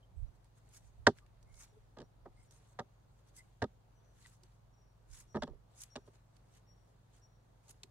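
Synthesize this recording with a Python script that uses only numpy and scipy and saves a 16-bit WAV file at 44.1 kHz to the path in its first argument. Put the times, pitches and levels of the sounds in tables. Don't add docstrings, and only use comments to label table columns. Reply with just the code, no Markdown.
import sys
import numpy as np
from scipy import signal
from scipy.fft import rfft, irfft, next_fast_len
from scipy.io import wavfile
from scipy.ndimage import uniform_filter1d, map_coordinates

SR = 44100
rng = np.random.default_rng(int(sys.argv[2]) if len(sys.argv) > 2 else 0)


def voltage_ratio(decibels):
    exponent = np.asarray(decibels, float) / 20
    return 10 ** exponent


def master(y):
    cut = np.clip(np.atleast_2d(y).T, -1, 1)
    pcm = np.round(cut * 32767)
    wavfile.write(sys.argv[1], SR, pcm.astype(np.int16))


N = 348390

# (start of hold [s], rasp level at the peak [dB], swell [s], hold [s])
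STROKES = [(.206, -104, .1, 0.009), (0.358, -86, 0.056, .005), (.452, -86, .06, 0.011),
           (0.571, -76.5, 0.041, 0.014), (0.751, -61, 0.087, .025), (0.827, -79.5, .04, 0.054),
           (1.175, -72, .05, 0.011), (1.53, -78, .08, .04), (1.6, -61, .12, .042),
           (2.396, -81, 0.11, 0.073), (2.513, -68.5, 0.013, 0.009), (2.54, -75, 0.054, 0.041),
           (2.627, -81, 0.26, 0.108), (3.194, -85.5, 0.22, 0.013), (3.278, -75.5, .05, 0.014),
           (3.365, -60, 0.033, 0.0237), (4.208, -69.5, 0.15, 0.055), (4.276, -73, .03, 0.017),
           (4.299, -73.5, .1, 0.047), (4.448, -84, 0.059, 0.012), (4.525, -86, 0.23, 0.027),
           (5.13, -59.5, 0.0645, .08), (5.809, -56, 0.1, 0.018), (6.066, -79, .04, 0.016),
           (6.146, -77, 0.045, 0.0092), (6.359, -83, 0.063, 0.0075), (6.559, -70.5, 0.15, 0.0144),
           (6.896, -88, 0.24, 0.016), (7.141, -77, 0.038, 0.037), (7.634, -80.5, 0.019, .04),
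           (7.691, -62.5, 0.037, 0.017)]
# (frequency [Hz], relative level [dB per Hz])
RASP_SPECTRUM = [(2350, -28.5), (4000, -11.5), (4160, -14), (6030, -1.5), (6570, 4.5), (7610, -5),
                 (9900, -6), (11600, -12.5), (13200, -18), (15600, -20.5)]
# (frequency [Hz], relative level [dB per Hz])
RUB_SPECTRUM = [(500, -42), (900, -3.5), (1500, -1.5), (3000, -5.5), (4500, -3.5), (6500, -31.5)]
# (frequency [Hz], width [Hz], level [dB])
BLADE_RINGS = [(5200, 200, -2), (7760, 120, 7), (8490, 160, 4), (10000, 250, -1.5), (11440, 300, 2)]
# (time [s], level before the decay [dB], centre [Hz], left over right [dB])
TICKS = [(.445, -70.5, 9360, -11), (0.6906, -67, 8700, -5), (1.186, -53, 1660, 1),
         (1.264, -63.5, 1537, 0.5), (1.4281, -61, 5870, -3.5), (1.543, -59, 4680, -4.5),
         (2.51, -61.5, 5700, -8.5), (3.367, -53, 9100, -4), (4.2695, -55.5, 7450, -2.5),
         (4.3674, -71, 9300, -1.5), (4.4349, -56, 4730, -3.5), (5.8175, -44.5, 8490, -1.5),
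         (5.836, -41.5, 7700, 3), (6.0668, -74, 8450, -3), (6.367, -62.5, 4570, -7),
         (7.6934, -59.5, 7030, -9.5), (7.71, -51, 9780, -9.5), (7.7824, -83, 10300, 0.5),
         (7.834, -42.5, 4150, 0), (7.835, -49, 2530, -1.5)]
# (time [s], slap [dB], first gap of the run [s], thud [dB], hardness [dB])
CONTACT_RUNS = [(1.0672, -14, .0028, -8.5, 6), (1.081, -30.5, .003, -1.5, -6.5),
                (1.968, -48, 0.0033, -4, 1), (1.984, -50, 0.0024, -0.5, 7.5), (2.0, -52, 0.003, 2, 7),
                (2.011, -52.5, 0.0058, 1, 7), (2.256, -44.5, 0.0044, -7.5, -5.5),
                (2.789, -31, 0.0049, -10.5, 2.5), (3.619, -27, 0.0044, -4, 3.5),
                (3.6386, -37.5, 0.00203, -5, 3.5), (5.345, -33, 0.0054, -2, -4),
                (5.355, -37, .004, -1, 0.5), (5.365, -35.5, 0.0044, -7.5, -0.5),
                (5.4211, -33, 0.0019, -9, 4.5), (5.431, -37, 0.0029, -4.5, 7.5),
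                (5.471, -49, 0.0055, -1, 2.5), (5.49, -60.5, .008, 5, 3), (5.522, -67.5, 0.01, 4.5, -8.5),
                (5.956, -39, 0.0047, -6, 8.5), (6.075, -56.5, 0.00202, -4.5, 1.5),
                (7.691, -64.5, 0.0027, -4, 9.5), (7.831, -63, .003, 1, 3)]
# (frequency [Hz], width [Hz], level [dB])
HOLLOW_MODES = [(67.4, 20, -9.5), (110, 72, -3.5), (162, 30, 0), (210.16, 30, -2), (255, 40, 0),
                (345, 34, -4), (392.9, 40, 2.5), (480, 180, -5.5)]
# (frequency [Hz], width [Hz], level [dB])
SKIN_MODES = [(577, 78, 1.5), (770, 100, -1), (923, 95, -1.5), (1250, 110, -4.5)]
# (frequency [Hz], width [Hz], level [dB])
CREASE_MODES = [(1460, 360, -9), (1650, 320, -1), (1950, 540, -12.5)]
# (frequency [Hz], relative level [dB per Hz])
CRACKLE_SPECTRUM = [(1700, -38), (2400, -3.5), (3300, 4.5), (4600, 1.5), (6200, -5), (8000, -10),
                    (11000, -25.5), (13000, -50), (16000, -62.5)]
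# (time [s], frequency [Hz], nominal level [dB rms], length [s])
SQUEAKS = [(0.014, 3130, -80.5, 0.049), (0.149, 7840, -82.5, 0.083), (1.197, 1173, -73.5, 0.062),
           (1.449, 2160, -77, 0.24), (1.711, 433, -68.5, 0.1), (2.351, 8530, -78.5, 0.13),
           (2.358, 2120, -76, 0.1), (2.355, 5200, -84, .1), (2.514, 8750, -77.5, 0.093),
           (2.552, 445, -75.5, 0.081), (3.372, 2030, -66, 0.054), (4.244, 1950, -66.5, 0.03),
           (4.418, 369, -74, 0.061), (5.158, 1990, -86, 0.1), (5.836, 1935, -73, 0.012),
           (6.059, 8550, -88.5, 0.077)]
# (time [s], frequency [Hz], pip level [dB rms], pip length [s], second part relative to the pip level [dB])
PIPS = [(0.268, 5900, -86, 0.03, -11), (1.094, 5750, -87.5, .05, -8), (1.645, 5750, -85, 0.11, -15),
        (2.01, 5690, -83.5, .07, -15), (2.439, 5690, -85, .12, -12), (3.931, 5940, -83, 0.099, 3),
        (4.722, 5693, -80.5, 0.042, -0.5), (5.264, 5730, -73.5, 0.11, -4), (5.888, 5700, -67, 0.08, -15),
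        (6.653, 5608, -72, 0.11, -8.5), (7.207, 5695, -70, 0.074, -13)]
# (multiple of the firing rate [1], level [dB rms])
ENGINE_ORDERS = [(2, -78), (3, -81), (5, -69.5), (6, -74), (7, -87.5), (8, -85)]
# (frequency [Hz], relative level [dB per Hz])
BUFFET_SPECTRUM = [(12, -31), (25, -1), (50, 0.5), (90, -8.5), (160, -31), (300, -70)]
# (time [s], level [dB])
BREEZE = [(0, -78), (1.1, -71), (2.4, -69.5), (2.6, -78.5), (4.9, -75), (5.5, -71), (5.7, -83.5),
          (7.9, -81)]
# (start of hold [s], level [dB], hold [s])
GUSTS = [(0.184, -39.5, 0.063), (.85, -59.5, .01), (1.019, -44, .01), (1.499, -60.5, 0.052),
         (2.238, -63.5, 0.024), (5.113, -53.5, .02), (5.399, -52, .03), (5.487, -51, 0.046)]
# (frequency [Hz], relative level [dB per Hz])
RUSH_SPECTRUM = [(190, -17), (199, -19), (253, -22.5), (724, -23.5), (785, -24.5), (948, -25.5),
                 (2430, -40.5), (3750, -41), (15600, -52)]
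# (frequency [Hz], left-right likeness [1])
RUSH_LIKENESS = [(60, 0.69), (150, 0.58), (300, .2), (1400, 0.012), (8000, 0)]


def strokes():
    swell_db, release, climb = 33, 902, 23
    s, db, swell_s, hold = np.transpose(STROKES)
    press = swell(s, hold, db, swell_db / swell_s, release, climb)
    crumbs = swell(s + hold, 0, db - 22.5, release, 70)
    handling = voltage_ratio(-95.5 + 3 * wobble(6))
    force = press + crumbs + handling

    steel = lambda hz: 1 + np.abs(modes(BLADE_RINGS)(hz))
    rasp = filtered(patchy(grit(), 3.5, wide=2, long=9), lambda hz: voltage_ratio(along(RASP_SPECTRUM, hz)) * steel(hz))
    rub = filtered(patchy(grit(), 2, wide=5, long=8), lambda hz: voltage_ratio(along(RUB_SPECTRUM, hz)))
    rub_gain = voltage_ratio(-78.5 + 1.5 * wobble(14)) * (force / voltage_ratio(-76)) ** 0.59
    both = force * unit(rasp) + rub_gain * unit(rub)
    return spaced(both, [(1500, 0.42), (4000, .4), (9000, 0.15)])


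def grit():
    grain_db = 2.2 * rng.exponential(size=N) + 2.0 * wobble(260)
    return unit(rng.standard_normal((2, N)) * voltage_ratio(grain_db))


def ticks():
    t60_s, rise_s, lead_s = 0.021, .0006, .001
    out, t = np.zeros((2, N + SR)), np.arange(SR // 10) / SR
    f = np.fft.rfftfreq(len(t), 1 / SR)
    for s, db, hz, pan_db in TICKS:
        hump = 1 / (1 + (np.log((f + 1) / hz) / .9) ** 2)
        broad = hump * (f > 1000) / (1 + (f / 12000) ** 8)
        puff = unit(irfft(rfft(rng.standard_normal((2, len(t)))) * broad, len(t)))
        ring = 0.55 * np.sin(2 * np.pi * hz * t)
        shape = voltage_ratio(db - 60 * t / t60_s) * (1 - np.exp(-t / rise_s))
        place(out, s - lead_s, (puff + ring) * shape * voltage_ratio([[pan_db / 2], [-pan_db / 2]]))
    return out[:, :N]


def drops():
    s, db, thud_db, hard_db = rattle()
    snap_db = db + 0.54 * hard_db + .25 * (db + 36) + 11
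    crackle_db = db + 1.8 * hard_db - 5

    thud = bursts(s, db + thud_db + 23, 0.031, rise=0.00033, kick=0.67)
    slap = bursts(s, db + 14, 0.029, rise=0.00014, kick=0.7)
    snap = bursts(s, snap_db, 0.016, rise=0.00035, kick=1.5)
    crackle = bursts(s, crackle_db, .013, rise=.001, kick=0.41)

    bag = filtered(thud, soft(modes(HOLLOW_MODES), 900))
    bag = bag + filtered(slap, soft(modes(SKIN_MODES), 2000))
    bag = bag + filtered(snap, soft(modes(CREASE_MODES), 4000))
    bag = bag + filtered(crackle, lambda hz: voltage_ratio(along(CRACKLE_SPECTRUM, hz)))
    both = spaced(bag, [(300, 0.97), (1500, 0.82), (3500, .55), (8000, .3)])
    # (frequency [Hz], left gain and opposite right gain [dB])
    tilt = [(300, -.9), (1000, -0.83), (4000, -1.4), (8000, .8)]
    return filtered(both, lambda hz: voltage_ratio(along(tilt, hz) * np.array([[1], [-1]])))


def rattle():
    s, db, gap, thud_db, hard_db = np.transpose(CONTACT_RUNS)[:, :, None]
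    k = np.arange(5)
    first, later = k == 0, np.clip(k - 1, 0, None)
    times = s + gap * k ** 1.35
    slap_db = db - 2 * first - 5 * later ** 1.5
    hard_db = hard_db - 3 * first - 4.5 * later
    thud_db = thud_db + 1.6 * k
    return [a.ravel() for a in (times, slap_db, thud_db, hard_db)]


def bursts(times, levels_db, t60, rise, kick):
    out, t = np.zeros((2, N + SR)), np.arange(SR // 10) / SR
    shape = voltage_ratio(-60 * t / t60) * (1 - np.exp(-t / rise))
    for s, db in zip(times, levels_db):
        puff = shape * rng.standard_normal((2, len(t)))
        puff[0, 0] = kick * np.linalg.norm(shape)
        place(out, s, voltage_ratio(db) * puff)
    return out[:, :N]


def soft(response, top_hz):
    return lambda f: response(f) / (1 + 1.4j * f / top_hz - (f / top_hz) ** 2) ** 2


def squeaks():
    out, t = np.zeros((2, N + SR)), np.arange(SR // 4) / SR
    f = np.fft.rfftfreq(len(t), 1 / SR)
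    for s, hz, db, length in SQUEAKS:
        width_hz = min(.06 * hz, 170)
        band = np.exp(-((f - hz) / width_hz) ** 2)
        tone = unit(irfft(rfft(rng.standard_normal((2, len(t)))) * band, len(t)))
        shape = np.sin(np.pi * np.clip(t / length, 0, 1))
        place(out, s, voltage_ratio(db + 2.5 * wobble(60)[:len(t)]) * tone * shape)
    return spaced(out[:, :N], [(1000, 0.94)])


def foliage(x):
    t = np.arange(SR // 4) / SR
    tail = rng.standard_normal((2, len(t))) * voltage_ratio(-60 * t / 0.093) * (1 - np.exp(-t / 0.0079))
    wash = signal.fftconvolve(x, tail / np.linalg.norm(tail[0]), axes=1)[:, :N]
    return filtered(wash, lambda hz: voltage_ratio(along([(600, -16), (2000, -11.5), (3000, 1)], hz)))


def bird():
    slide_hz, bend_hz, pan_db = 25, 15, 5.5
    tail_end_s = .225
    out, t = np.zeros((2, N + SR)), np.arange(SR // 2) / SR
    for s, hz, db, length, tail_db in PIPS:
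        bend = bend_hz * np.sin(rng.uniform(15, 35) * t + rng.uniform(0, 2 * np.pi))
        pitch = hz + slide_hz * np.exp(-t / 0.027) + bend
        tone = np.sqrt(2) * np.sin(2 * np.pi * np.cumsum(pitch) / SR)
        pip = np.sin(np.pi * np.clip(t / length, 0, 1)) ** 2.0 * voltage_ratio([[pan_db / 2], [-pan_db / 2]])

        noise = rng.standard_normal((2, len(t)))
        flicker = unit(uniform_filter1d(uniform_filter1d(noise, size=350), size=350))
        tail = voltage_ratio(tail_db + np.array([[2.5], [-2.5]]) - 60 * t / 1.6)
        tail = tail * np.clip((t - .85 * length) / .025, 0, 1)
        tail = tail * (.95 + .35 * flicker) / (1 + (t / tail_end_s) ** 12)
        place(out, s, voltage_ratio(db) * tone * (pip + tail))
    return out[:, :N]


def hum():
    firing_hz, second_machine = 21.54, (48.3, -71)
    turn = 2 * np.pi * np.cumsum(1 + 0.0041 * wobble(0.82)) / SR
    total = np.zeros(N)
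    for hz, db in [(k * firing_hz, db) for k, db in ENGINE_ORDERS] + [second_machine]:
        gain = np.sqrt(2) * voltage_ratio(db + 0.5 * wobble(2.8))
        total += gain * np.sin(hz * turn + rng.uniform(0, 2 * np.pi))
    return total


def wind():
    lumps = unit(filtered(rng.standard_normal((2, N)), lambda hz: voltage_ratio(along(BUFFET_SPECTRUM, hz))))
    breeze_db = np.interp(np.arange(N) / SR, *np.transpose(BREEZE))
    breeze = voltage_ratio(breeze_db + 1.8 * np.array([wobble(17), wobble(6)]))
    s, db, hold = np.transpose(GUSTS)
    gusts = swell(s, hold, db, rise_db_per_s=400, fall_db_per_s=296)
    return lumps * (breeze + gusts * voltage_ratio([[-22.5], [0]]))


def field():
    colour = lambda hz: voltage_ratio(along(RUSH_SPECTRUM, np.maximum(hz, 190)) - 5.8 * (hz < 40))
    rush = filtered(patchy(rng.standard_normal((2, N)), 0.9, wide=4, long=30), colour)
    rush = voltage_ratio(-71 + 0.23 * wobble(0.99)) * unit(spaced(rush, RUSH_LIKENESS))
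    insects = filtered(rng.standard_normal((2, N)), lambda hz: np.exp(-((hz - 6550) / 250) ** 2))
    return rush + voltage_ratio(-99 + 3.8 * wobble(6.8)) * unit(insects)


def spaced(pair, alike):
    lag_s = 3.6 / SR
    turn = lambda hz: np.arccos(np.clip(along(alike, hz), -1, 1)) / 2
    mid, side = filtered(pair, lambda hz: np.array([np.cos(turn(hz)), np.sin(turn(hz))]))
    delay = lambda hz: np.exp(-2j * np.pi * hz * np.array([[lag_s], [0]]))
    return filtered(np.array([mid + side, mid - side]), delay)


def swell(start, hold, db, rise_db_per_s, fall_db_per_s, climb_db_per_s=0):
    t = np.arange(0, N / SR + .002, .001)[:, None]
    rise = rise_db_per_s * np.clip(start - t, 0, None)
    fall = fall_db_per_s * np.clip(t - start - hold, 0, None)
    climb = climb_db_per_s * np.clip(start + hold - t, 0, hold)
    gain = np.sqrt(np.sum(voltage_ratio(db - rise - fall - climb) ** 2, axis=1))
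    return np.interp(np.arange(N) / SR, t[:, 0], gain)


def place(out, s, sound):
    out[:, round(s * SR):][:, :sound.shape[1]] += sound


def patchy(x, patchy_db, wide, long):
    z = signal.stft(x, nperseg=256)[2]
    patches = uniform_filter1d(uniform_filter1d(rng.standard_normal(z.shape[1:]), wide, 0), long, 1)
    return signal.istft(z * voltage_ratio(patchy_db * unit(patches)), nperseg=256)[1][:, :N]


def modes(table):
    ring = lambda f, c, w, db: voltage_ratio(db) * 1j * f * w / (c * c - f * f + 1j * f * w)
    return lambda f: sum((-1) ** k * ring(f, *row) for k, row in enumerate(table))


def filtered(x, response):
    m = next_fast_len(N + 8192)
    return irfft(rfft(x, m) * response(np.fft.rfftfreq(m, 1 / SR)), m)[..., :N]


def along(points, hz):
    f, v = np.transpose(points)
    return np.interp(np.log(hz + 1), np.log(f + 1), v)


def wobble(rate):
    return map_coordinates(rng.standard_normal(int(N * rate / SR) + 4), [np.arange(N) * rate / SR])


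def unit(x):
    return x / np.sqrt(np.mean(x ** 2) + 1e-20)


def scene():
    near = ticks() + drops()
    work = near + voltage_ratio(-22.5) * foliage(near) + strokes() + squeaks()
    return work + bird() + hum() + wind() + field()


def low_pass(x):
    return signal.sosfilt(signal.butter(12, 15760, fs=SR, output="sos"), x)


def record(dry):
    return low_pass(dry)


dry = scene()
out = record(dry)
master(out)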